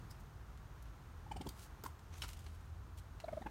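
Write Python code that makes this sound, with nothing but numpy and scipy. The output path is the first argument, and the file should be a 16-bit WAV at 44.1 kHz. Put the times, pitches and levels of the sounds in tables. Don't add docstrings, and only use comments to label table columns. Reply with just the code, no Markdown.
import sys
import numpy as np
from scipy import signal
from scipy.fft import rfft, irfft
from scipy.io import wavfile
from scipy.ndimage import uniform_filter1d

SR = 44100
rng = np.random.default_rng(int(sys.argv[2]) if len(sys.argv) > 2 else 0)


def generate_wav(signal):
    frames = np.transpose(np.atleast_2d(signal))
    scaled = np.clip(frames, -1, 1) * 32767
    pcm = np.round(scaled).astype(np.int16)
    wavfile.write(sys.argv[1], SR, pcm)


N = 154350


def amp(db):
    return 10 ** (np.asarray(db) / 20)


def unit(x):
    return x / np.sqrt(np.mean(x ** 2) + 1e-20)


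def add(mix, start_s, sound):
    part = mix[max(round(start_s * SR), 0):][:len(sound)]
    part += sound[:len(part)]


def bell(x, half):
    return np.exp(-(x / half) ** 2)


def colour(x, points, tilt_db=0):
    octave = np.log2(np.fft.rfftfreq(len(x), 1 / SR) + 1)
    hz, db = np.transpose(points)
    curve = np.interp(octave, np.log2(hz), db)
    tilt = tilt_db * np.clip(octave, np.log2(hz[0]), np.log2(hz[-1]))
    return unit(irfft(rfft(x) * amp(curve + tilt), len(x)))


def resonate(x, modes):
    total = 0
    for hz, width, db in modes:
        peak = np.hstack(signal.iirpeak(hz, hz / width, SR))
        total = total + amp(db) * signal.sosfilt([peak, peak], x)
    return total


def ring(drive, envelope, modes, width):
    burst = drive * envelope
    rings = sum(amp(db) * unit(resonate(burst, [(hz, width, 0)])) for hz, db in modes)
    return rings * np.sqrt(np.mean(envelope ** 2))


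def grit(size):
    slips_per_s, strength_db, smooth = 3200, 6, 0.99
    chance, strength, hiss = rng.random(size), rng.exponential(1, size), rng.standard_normal(size)
    slips = (chance < slips_per_s / SR) * amp(strength_db * np.minimum(strength, 3)) * np.sign(hiss)
    return unit(slips) + smooth * hiss


# (Hz, dB).
CHIRP_TABLE = [(1.2677, 0.0041, 860, -11, -53.5, -83, -65, 0.0069, .8, []),
               (1.3190, 0.0059, 828, -15.5, -41, -55.5, -51.5, 0.007, 0.66, [(2380, -53), (3000, -57)]),
               (1.3674, 0.006, 798, -14, -47, -56, -50, 0.0064, 0.67, [(2350, -62), (2950, -59.5)]),
               (1.4151, 0.0048, 810, -15, -48, -55, -44, 0.0039, 0.93, [(2370, -57), (3230, -54.5),
               (4280, -60)]), (1.4700, 0.0041, 940, -26, -48, -54, -40.5, 0.0058, 0.46, [(3210, -55)]),
               (1.8639, 0.0025, 925, -4, -39, -48.5, -56.5, 0.0011, 0.19, [(1400, -50)]),
               (3.2451, 0.0047, 644, 2, -40.5, -61, -58.5, 0.0061, 0.05, [(3970, -58)]),
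               (3.2871, 0.006, 637, 13, -41, -58, -52, 0.0067, 0.01, [(1400, -59), (2170, -56.5)]),
               (3.3336, 0.0054, 608, 9.5, -39, -64, -52, 0.011, .02, [(1820, -63)]),
               (3.3774, 0.0059, 639, 1.5, -38, -61, -54, 0.0079, 0.01, []),
               (3.4231, 0.0064, 790, 18.5, -49, -59, -49, 0.0088, 0.017, [(1850, -56.5), (3650, -66)]),
               (3.4681, 0.0069, 859, 12.5, -41, -48.5, -44.5, 0.0052, .002, [(1510, -51.5), (2000, -63),
               (2440, -56)])]
# resonance in Hz, width in Hz, relative level in dB.
OPEN_MOUTH = [(2980, 770, -3), (4600, 280, 2), (5250, 700, -1.5), (7200, 230, 1), (8480, 400, -1),
              (9440, 610, -6.5), (13000, 4000, -20)]
# resonance in Hz, width in Hz, relative level in dB.
CLOSED_MOUTH = [(884, 460, 15), (1380, 410, 6), (2010, 400, 2)]
# frequency in Hz, relative density in dB per Hz.
GROWL_SPECTRUM = [(90, -38), (160, 0), (220, 4), (370, -5), (480, -8), (650, -15.5), (1500, -41)]
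CHEST_HZ, CHEST_GLIDE_OCT_PER_S, CHEST_HALF_S = 277.7, 69, 0.002
GROWL_DB, GROWL_HALF_S, GROWL_LEAD_S = -4.5, 0.01, 0.0022
RASP_LAG_S, RASP_LENGTH, RASP_PULSING = 0.0021, 1.05, 0.98
FORMANT_LEAD_S, FORMANT_LENGTH, FORMANT_WIDTH_HZ = 0.0014, 0.56, 300
JITTER, OCTAVE_DB = 0.051, -23


def chitter():
    out, t = np.zeros(N), np.arange(-2048, 2048) / SR
    for s, half, hz, glide, tone_db, rasp_db, chest_db, lead, mouth, formants in CHIRP_TABLE:
        wobble, air, flutter = rng.standard_normal((3, len(t)))

        jitter = 1 + JITTER * unit(uniform_filter1d(wobble, size=60))
        phase = 2 * np.pi * np.cumsum(hz * 2 ** (glide * t) * jitter) / SR
        tone = np.sqrt(2) * (np.sin(phase) + amp(OCTAVE_DB) * np.sin(2 * phase)) * bell(t, half)

        puffs = air * (1 + RASP_PULSING * np.sin(phase))
        bright = np.sqrt(mouth) * unit(resonate(puffs, OPEN_MOUTH))
        muffled = np.sqrt(1 - mouth) * unit(resonate(puffs, CLOSED_MOUTH))
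        rasp = unit(bright + muffled) * bell(t - RASP_LAG_S, half * RASP_LENGTH)
        throat_swell = bell(t + FORMANT_LEAD_S, half * FORMANT_LENGTH)
        throat = ring(puffs, throat_swell, formants, FORMANT_WIDTH_HZ)

        early = t + lead
        chest_phase = 2 * np.pi * np.cumsum(CHEST_HZ * 2 ** (CHEST_GLIDE_OCT_PER_S * early)) / SR
        chest = np.sqrt(2) * np.sin(chest_phase) * bell(early, CHEST_HALF_S)
        growl = colour(flutter, GROWL_SPECTRUM) * bell(t + GROWL_LEAD_S, GROWL_HALF_S)
        chest = chest + amp(GROWL_DB) * growl

        chirp = amp(tone_db) * tone + amp(rasp_db) * rasp + throat + amp(chest_db) * chest
        add(out, s + t[0], chirp)
    return out


# (Hz, dB).
TAP_TABLE = [(.574, -61.5, 0.0034, -1, -78, []), (0.824, -58, 0.0043, 8.5, -85, []),
             (1.8372, -52, 0.0053, 1, -48.5, [(330, -47), (14300, -51), (15100, -52)]),
             (1.85, -52.5, 0.0085, 5, -50.5, []), (1.992, -61, 0.0037, 0.5, -85, []),
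             (2.2192, -41, 0.0078, -1, -55, [(3950, -55), (5400, -52)]),
             (2.2348, -46, 0.011, -2.5, -55, []), (2.2422, -51, 0.012, -3.5, -53.5, []),
             (2.2812, -54, 0.0033, 9, -72, []), (2.3002, -54, .002, 6, -73, []),
             (2.3112, -58, .002, 6, -83, []), (2.331, -54, 0.01, 0.5, -72, []),
             (2.391, -57, 0.0049, 3, -83, []), (2.464, -55, 0.0074, -4, -60.5, []),
             (3.2003, -53.5, 0.0082, -3, -71, [(2770, -63), (4150, -63.5)])]
# frequency in Hz, relative density in dB per Hz.
CLAW_SPECTRUM = [(300, -19), (1000, -1), (2000, -3), (3000, 0.5), (4000, -1.5), (5200, -3), (8000, -4.5),
                 (11000, -8.5), (16000, -15)]
# frequency in Hz, width in Hz, relative level in dB.
POT_MODES = [(310, 150, 2.5), (950, 180, -2), (1370, 360, -2), (1740, 200, -18)]
# frequency in Hz, level in dB, 60 dB decay in seconds.
RIM_MODES = [(2640, -47.5, 0.066), (3480, -61, 0.089), (4080, -65, 0.064), (4450, -53, .1),
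             (5760, -59, 0.088), (6440, -63, 0.051)]
TAP_RISE_S, KNOCK_DECAY_S, RING_WIDTH_HZ = 0.0011, 0.0047, 440
SNAP_S, SNAP_HZ, SNAP_DB, SNAP_DECAY_S = 2.2200, 3040, -27.98, 0.0015


def claws():
    out, t = np.zeros(N), np.arange(4096) / SR
    rise = np.minimum(t / TAP_RISE_S, 1)
    for s, db, decay, tilt_db, knock_db, rings in TAP_TABLE:
        slips = grit(len(t))
        blow = rise * np.exp(-np.maximum(t - TAP_RISE_S, 0) / decay)
        tick = amp(db) * colour(slips, CLAW_SPECTRUM, tilt_db) * blow
        thud = rng.standard_normal(len(t)) * rise * np.exp(-t / KNOCK_DECAY_S)
        knock = resonate(thud, POT_MODES)
        knock = 2 * amp(knock_db) * knock / abs(knock).max()
        add(out, s, tick + ring(slips, blow, rings, RING_WIDTH_HZ) + knock)
    crack = amp(SNAP_DB) * rise * np.exp(-t / SNAP_DECAY_S) * np.sin(2 * np.pi * SNAP_HZ * t)
    rim = rise * sum(amp(db - 60 * t / t60) * np.sin(2 * np.pi * hz * t) for hz, db, t60 in RIM_MODES)
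    add(out, SNAP_S, crack + rim)
    return out


# (Hz, dB).
SCRAPE_TABLE = [(.113, 0.01, -58.5, 5, [(5000, -63)]), (0.205, .008, -66.5, 6, []),
                (0.871, 0.016, -65, -5.5, []), (1.492, 0.0036, -46.5, 4.5, [(4650, -58)]),
                (1.49, 0.056, -68, 4.5, []), (1.615, 0.055, -62, 3, []), (1.8636, .004, -51.5, 2.5, []),
                (1.874, 0.013, -64, 15, []), (2.151, 0.032, -62, -4, [(6000, -72)]),
                (2.204, 0.053, -63.5, 1.5, []), (2.293, 0.015, -56, 0, []), (2.38, 0.27, -69.5, 0.5, []),
                (2.985, 0.0098, -57.5, 2.5, []), (3.34, 0.13, -72.5, 0, [])]
CATCH_DB, CATCH_HZ, SQUEAK_WIDTH_HZ = 3, 90, 1150


def scrapes():
    out, t = np.zeros(N), np.arange(N) / SR
    slow = bell(np.fft.rfftfreq(N, 1 / SR), CATCH_HZ)
    catch = unit(irfft(rfft(rng.standard_normal(N)) * slow, N))
    for s, half, db, tilt_db, squeaks in SCRAPE_TABLE:
        slips = grit(N)
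        stroke = bell(t - s, half) + 1e-9
        out += amp(db) * stroke * colour(slips, CLAW_SPECTRUM, tilt_db)
        out += ring(slips, stroke, squeaks, SQUEAK_WIDTH_HZ)
    return unit(amp(CATCH_DB * catch)) * out


# frequency in Hz, relative level in dB.
YARD_COLOUR = [(100, 5), (400, -1.5), (900, -6), (2500, 1), (8000, -0.5), (16000, -3.5)]
YARD_DB, YARD_T60_S, FENCE_DELAY_S = -11, 0.19, 0.0032


def yard(x):
    t = np.arange(SR // 2) / SR
    scatter = rng.standard_normal(len(t)) * (rng.random(len(t)) < .1)
    tail = colour(scatter, YARD_COLOUR) * (t > FENCE_DELAY_S) * amp(-60 * t / YARD_T60_S)
    return signal.fftconvolve(x, tail / np.linalg.norm(tail))[:N]


# frequency in Hz, relative density in dB per Hz.
RUMBLE_SPECTRUM = [(20, -35.5), (32, -21.5), (42, -2.5), (54, 0), (68, 0), (82, -8), (100, -5.5),
                   (125, -8.5), (170, -16.5), (250, -25.5), (500, -37), (1500, -86)]
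# frequency in Hz, relative density in dB per Hz.
AIR_SPECTRUM = [(30, -14), (200, 1.5), (350, 1.5), (550, -3), (950, 1), (1400, -1), (2200, -11),
                (4000, -15.5), (5000, -18.5), (6600, -17), (7500, -22), (9200, -21), (10500, -27.5),
                (12000, -21.5), (16000, -26.5)]
# time in seconds, rumble change in dB, hum level in dB, air change in dB.
DRIFT_TABLE = [(0, 3, -59.5, 2), (.3, 0.5, -61.5, 0), (.9, -1.5, -75, 0), (1.3, 1.5, -51, 0.5),
               (1.65, -1.5, -64.5, 1.5), (2.2, -0.5, -57.5, -1), (2.75, 0, -56, -1), (3.5, -1.5, -61.5, 0)]
RUMBLE_DB, AIR_DB = -53, -63.5
HUM_HZ, HUM_WIDTH_HZ = 81.8, 5.9


def background():
    s, *levels = np.transpose(DRIFT_TABLE)
    rumble_gain, hum_gain, air_gain = (amp(np.interp(np.arange(N) / SR, s, db)) for db in levels)
    low, middle, high = rng.standard_normal((3, N))
    rumble = amp(RUMBLE_DB) * rumble_gain * colour(low, RUMBLE_SPECTRUM)
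    hum_band = bell(np.fft.rfftfreq(N, 1 / SR) - HUM_HZ, HUM_WIDTH_HZ)
    hum = hum_gain * unit(irfft(rfft(middle) * hum_band, N))
    air = amp(AIR_DB) * air_gain * colour(high, AIR_SPECTRUM)
    return rumble + hum + air


def scene():
    animals = chitter() + claws() + scrapes()
    return (animals + amp(YARD_DB) * yard(animals) + background())[None]


def record(dry):
    low_pass = signal.firwin(511, 15950, window=("kaiser", 9), fs=SR)
    return signal.oaconvolve(dry, low_pass[None], "same")


dry = scene()
out = record(dry)
generate_wav(out)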